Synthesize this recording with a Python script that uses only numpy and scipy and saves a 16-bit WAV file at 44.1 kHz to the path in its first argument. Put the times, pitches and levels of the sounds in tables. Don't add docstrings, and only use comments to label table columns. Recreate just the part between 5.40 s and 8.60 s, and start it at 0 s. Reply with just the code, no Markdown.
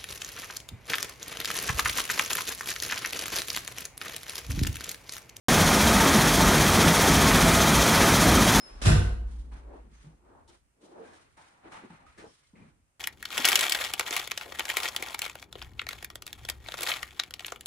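import sys
import numpy as np
from scipy import signal
from scipy.fft import rfft, irfft
from scipy.io import wavfile
from scipy.ndimage import uniform_filter1d

SR = 44100
rng = np.random.default_rng(int(sys.argv[2]) if len(sys.argv) > 2 else 0)


def voltage_ratio(decibels):
    exponent = np.asarray(decibels, float) / 20
    return 10 ** exponent


def bounce(signal):
    frames = np.transpose(np.atleast_2d(signal))
    limited = np.clip(frames, -1, 1)
    pcm = np.round(limited * 32767).astype(np.int16)
    wavfile.write(sys.argv[1], SR, pcm)


N = 141120

SHAFT_HZ = 14.945
LANDING_TURN = 0.19

# (frequency [Hz], density [dB per Hz])
MESH_TONE = [(1200, -21.5), (2500, -3.5), (3200, 2.5), (4700, -4.5), (6200, 0.5), (7800, -9.5),
             (11000, -7.5), (15800, -16)]


def level(x, db):
    return x * voltage_ratio(db) / np.sqrt(np.mean(x ** 2))


def causal(x, db):
    cepstrum = irfft(db * np.log(10) / 20, N)
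    cepstrum[1:N // 2] *= 2
    cepstrum[N // 2 + 1:] = 0
    return irfft(rfft(x) * np.exp(rfft(cepstrum)), N)


def colour(x, points):
    point_hz, point_db = np.array(points, float).T
    bin_hz = np.arange(N // 2 + 1) * SR / N
    return causal(x, np.interp(np.log(bin_hz + 1), np.log(point_hz), point_db))


def lowpass(x, hz):
    return signal.sosfilt(signal.butter(2, hz, fs=SR, output="sos"), x)


def ring(x, hz, width):
    return signal.lfilter(*signal.iirpeak(hz, hz / width, fs=SR), x)


def walk(rate):
    hold = int(SR / rate)
    steps = np.repeat(rng.standard_normal(N // hold + 1), hold)
    return 1.27 * uniform_filter1d(uniform_filter1d(steps, hold), hold)[:N]


def clicks(per_s, spread_db):
    hit = rng.random(N) < per_s / SR
    return hit * rng.standard_normal(N) * voltage_ratio(spread_db * rng.exponential(size=N))


def landing(turns):
    sharpness = 1.5
    return np.exp(sharpness * (np.cos(2 * np.pi * (turns - LANDING_TURN)) - 1))


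def shower(turns):
    turn_db = 0.5 * rng.standard_normal(64)
    size_db = np.interp(turns - LANDING_TURN, np.arange(64), turn_db)
    stones = clicks(36000 * landing(turns), spread_db=1.0)
    return level(colour(stones * voltage_ratio(size_db), MESH_TONE), -30)


def pings(turns):
    count, low_hz, high_hz = 2500, 1500, 13000
    t60_s, spread_db = 0.03, 10
    t = np.arange(2048) / SR
    out = np.zeros(N + len(t))
    for moment, chance, pitch, softness in rng.random((count, 4)):
        i = int(moment * N)
        if chance < 0.15 + landing(turns[i] + 0.06):
            hz = low_hz * (high_hz / low_hz) ** pitch
            decay = voltage_ratio(-60 * t / t60_s - spread_db * softness)
            out[i:i + len(t)] += np.sqrt(hz) * np.sin(2 * np.pi * hz * t) * decay
    return level(colour(out[:N], MESH_TONE), -37)


def roll():
    # (frequency [Hz], density [dB per Hz])
    roll_tone = [(1200, -11), (2300, -4), (3200, 0), (4700, -3.5), (6200, -2), (7800, -8), (11000, -9),
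                 (15800, -16.5)]
    knock = colour(clicks(36000, spread_db=0.7), roll_tone)
    low = lowpass(knock, 5000)
    low_flicker = voltage_ratio(0.23 * walk(7) + 0.49 * walk(42))
    high_flicker = voltage_ratio(0.3 * walk(8.8) + 0.35 * walk(38.8))
    return level(low * low_flicker + (knock - low) * high_flicker, -26.5)


def feed():
    # (time [s], level [dB])
    surges = [(0.1, -22.5), (0.52, -22), (0.71, -24), (0.76, -22.5), (0.81, -22), (1.3, -21.5),
              (1.32, -25.5), (1.49, -17.5), (1.53, -27), (1.66, -24), (1.68, -18.5), (2.39, -22),
              (2.43, -27), (2.49, -23.5), (2.82, -20.5), (2.97, -17), (3.12, -26), (3.15, -20)]
    smooth_s = 0.013
    db = np.interp(np.arange(N) / SR, *np.array(surges).T)
    db = uniform_filter1d(db, int(smooth_s * SR))
    return voltage_ratio(db - db.mean())


def pour():
    # (frequency [Hz], density [dB per Hz])
    roar_tone = [(25, -13), (48, -3.5), (120, -5), (210, -3), (500, -9.5), (1300, -10.5), (2400, -15.5),
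                 (6000, -40.5)]
    roar = colour(clicks(15000, spread_db=1.5), roar_tone)
    bass = lowpass(roar, 450)
    surge = feed()
    middle = (roar - bass) * surge ** 0.2 * voltage_ratio(0.79 * walk(11.27))
    return level(bass * surge + middle, -20.5)


def deck(turns):
    # (frequency [Hz], width [Hz], level [dB])
    deck_modes = [(48.5, 6.8, 3), (99, 6.9, -1), (149, 24, -11.5), (165.8, 10.6, 3), (180.7, 7.9, -8.5),
                  (208.6, 10.3, -0.5), (230, 40, -5), (266, 6.2, -4.5), (376, 19, -9), (420, 26, -18.5),
                  (682.6, 80, -9), (898, 15, -5), (1242, 49, -7), (2390, 41, -13.5)]
    kick = voltage_ratio(1.5 * np.cos(4 * np.pi * (turns - 0.19)))
    surge = feed()
    steel = np.zeros(N)
    for hz, width, db in deck_modes:
        impacts = rng.standard_normal(N) * kick * voltage_ratio(1.5 * walk(8))
        mode = level(ring(impacts, hz, width), 0)
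        steel += voltage_ratio(db) * np.sqrt(width) * surge ** min(250 / hz, 1) * mode
    return level(steel, -25)


def strike(hits, gain_db, push_s, longer):
    # (ratio to the main ring, level [dB], t60 [s])
    box_modes = [(.45, -19, 0.31), (.8, -10.5, 0.16), (0.998, 1.5, 0.22), (1.3, -12, 0.054),
                 (2.1, -12, 0.16)]
    t = np.arange(SR // 2) / SR
    out = np.zeros(N + len(t))
    spots = rng.standard_normal((len(hits), len(box_modes), 2))
    for (start_s, peak_db, main_hz), spot in zip(hits, spots):
        thud = np.zeros(len(t))
        for (ratio, db, t60), (louder, sharper) in zip(box_modes, spot):
            hz = main_hz * ratio * (1 + 0.0037 * sharper)
            thud += voltage_ratio(db + 2 * louder) * np.sin(2 * np.pi * hz * t) * voltage_ratio(-60 * t / t60 / longer)
        thud *= 1 - np.exp(-t / push_s)
        i = int(start_s * SR)
        out[i:i + len(t)] += thud / np.abs(thud).max() * voltage_ratio(peak_db + gain_db)
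    return out[:N]


def lumps():
    # (time [s], peak level [dB], main ring [Hz])
    lump_hits = [(0.149, -22, 165), (0.459, -13, 233), (0.55, -9, 197), (0.66, -10.5, 272),
                 (0.745, -4.5, 211), (1.044, -21, 226), (1.168, -9, 152), (1.38, -9, 170.4),
                 (1.465, -9, 165), (1.677, -15, 183), (1.777, -6.5, 203), (2.258, -14.5, 151),
                 (2.321, -19, 171), (2.476, -13, 213), (2.551, -30, 170), (2.615, -17, 188),
                 (2.713, -9, 174), (2.879, -18, 157), (2.953, -11, 183), (3.007, -14, 205)]
    return strike(lump_hits, gain_db=-7, push_s=0.0016, longer=1)


def booms():
    # (time [s], peak level [dB], main ring [Hz])
    boom_hits = [
        (0.169, -17, 91.5),
        (0.419, -17, 70.0),
        (1.014, -19, 63),
        (1.261, -23, 80),
        (1.76, -19, 59.2),
        (1.899, -15, 46),
        (2.327, -16.5, 60),
        (2.858, -26, 53.4),
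        (2.94, -19, 113),
    ]
    return strike(boom_hits, gain_db=-3.5, push_s=0.015, longer=1.7)


def clanks():
    # (time [s], peak level [dB], main ring [Hz])
    clank_hits = [(0.466, -16.5, 927), (0.601, -14, 897), (1.0, -15, 897), (1.084, -23, 1044),
                  (1.379, -25, 852), (1.45, -19, 880), (1.563, -19.5, 1077), (1.63, -21, 784),
                  (1.854, -12, 1080), (2.056, -9.5, 664), (2.165, -12.5, 682), (2.607, -20, 1234),
                  (2.887, -21, 727), (2.976, -13, 1230), (3.066, -18, 625), (3.162, -18, 904)]
    return strike(clank_hits, gain_db=-6.5, push_s=0.0026, longer=0.98)


def scene():
    # (time [s], level [dB])
    screen_load = [
        (0.1, -19),
        (0.22, -18.5),
        (0.23, -20),
        (3.2, -19),
    ]
    t = np.arange(N) / SR
    turns = SHAFT_HZ * t
    load_db = np.interp(t, *np.array(screen_load).T)
    noise = shower(turns) + pings(turns) + roll() + pour() + deck(turns)
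    mono = noise * voltage_ratio(0.5 * (load_db - load_db.mean()))
    mono = mono + lumps() + booms() + clanks()
    return np.array([mono, mono])


def top_cut(x):
    return signal.sosfilt(signal.butter(12, 16950, fs=SR, output="sos"), x)


def record(dry):
    # (frequency [Hz], width [Hz], level [dB])
    case_modes = [(1940, 290, 1.5), (2913, 504, -5.5), (3176, 370, 3), (4870, 230, -1.5), (6800, 340, 1),
                  (9700, 1000, 3.5), (10320, 340, -5.5), (10940, 600, 2)]
    clip, top_hz = 0.69, 15760
    start_s, fade_s = 0.0836, 0.001
    bin_hz = np.arange(N // 2 + 1) * SR / N
    case_db = sum(db / (1 + (2 * (bin_hz - hz) / width) ** 2) for hz, width, db in case_modes)
    x = causal(dry[0], case_db)
    x = signal.sosfilt(signal.butter(3, 44, "high", fs=SR, output="sos"), x)
    x = clip * np.tanh(x / clip)
    x = signal.sosfilt(signal.ellip(12, 0.2, 60, top_hz, fs=SR, output="sos"), x)
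    x = x * np.clip((np.arange(N) / SR - start_s) / fade_s, 0, 1)
    return top_cut(np.array([x, x]))


dry = scene()
out = record(dry)
bounce(out)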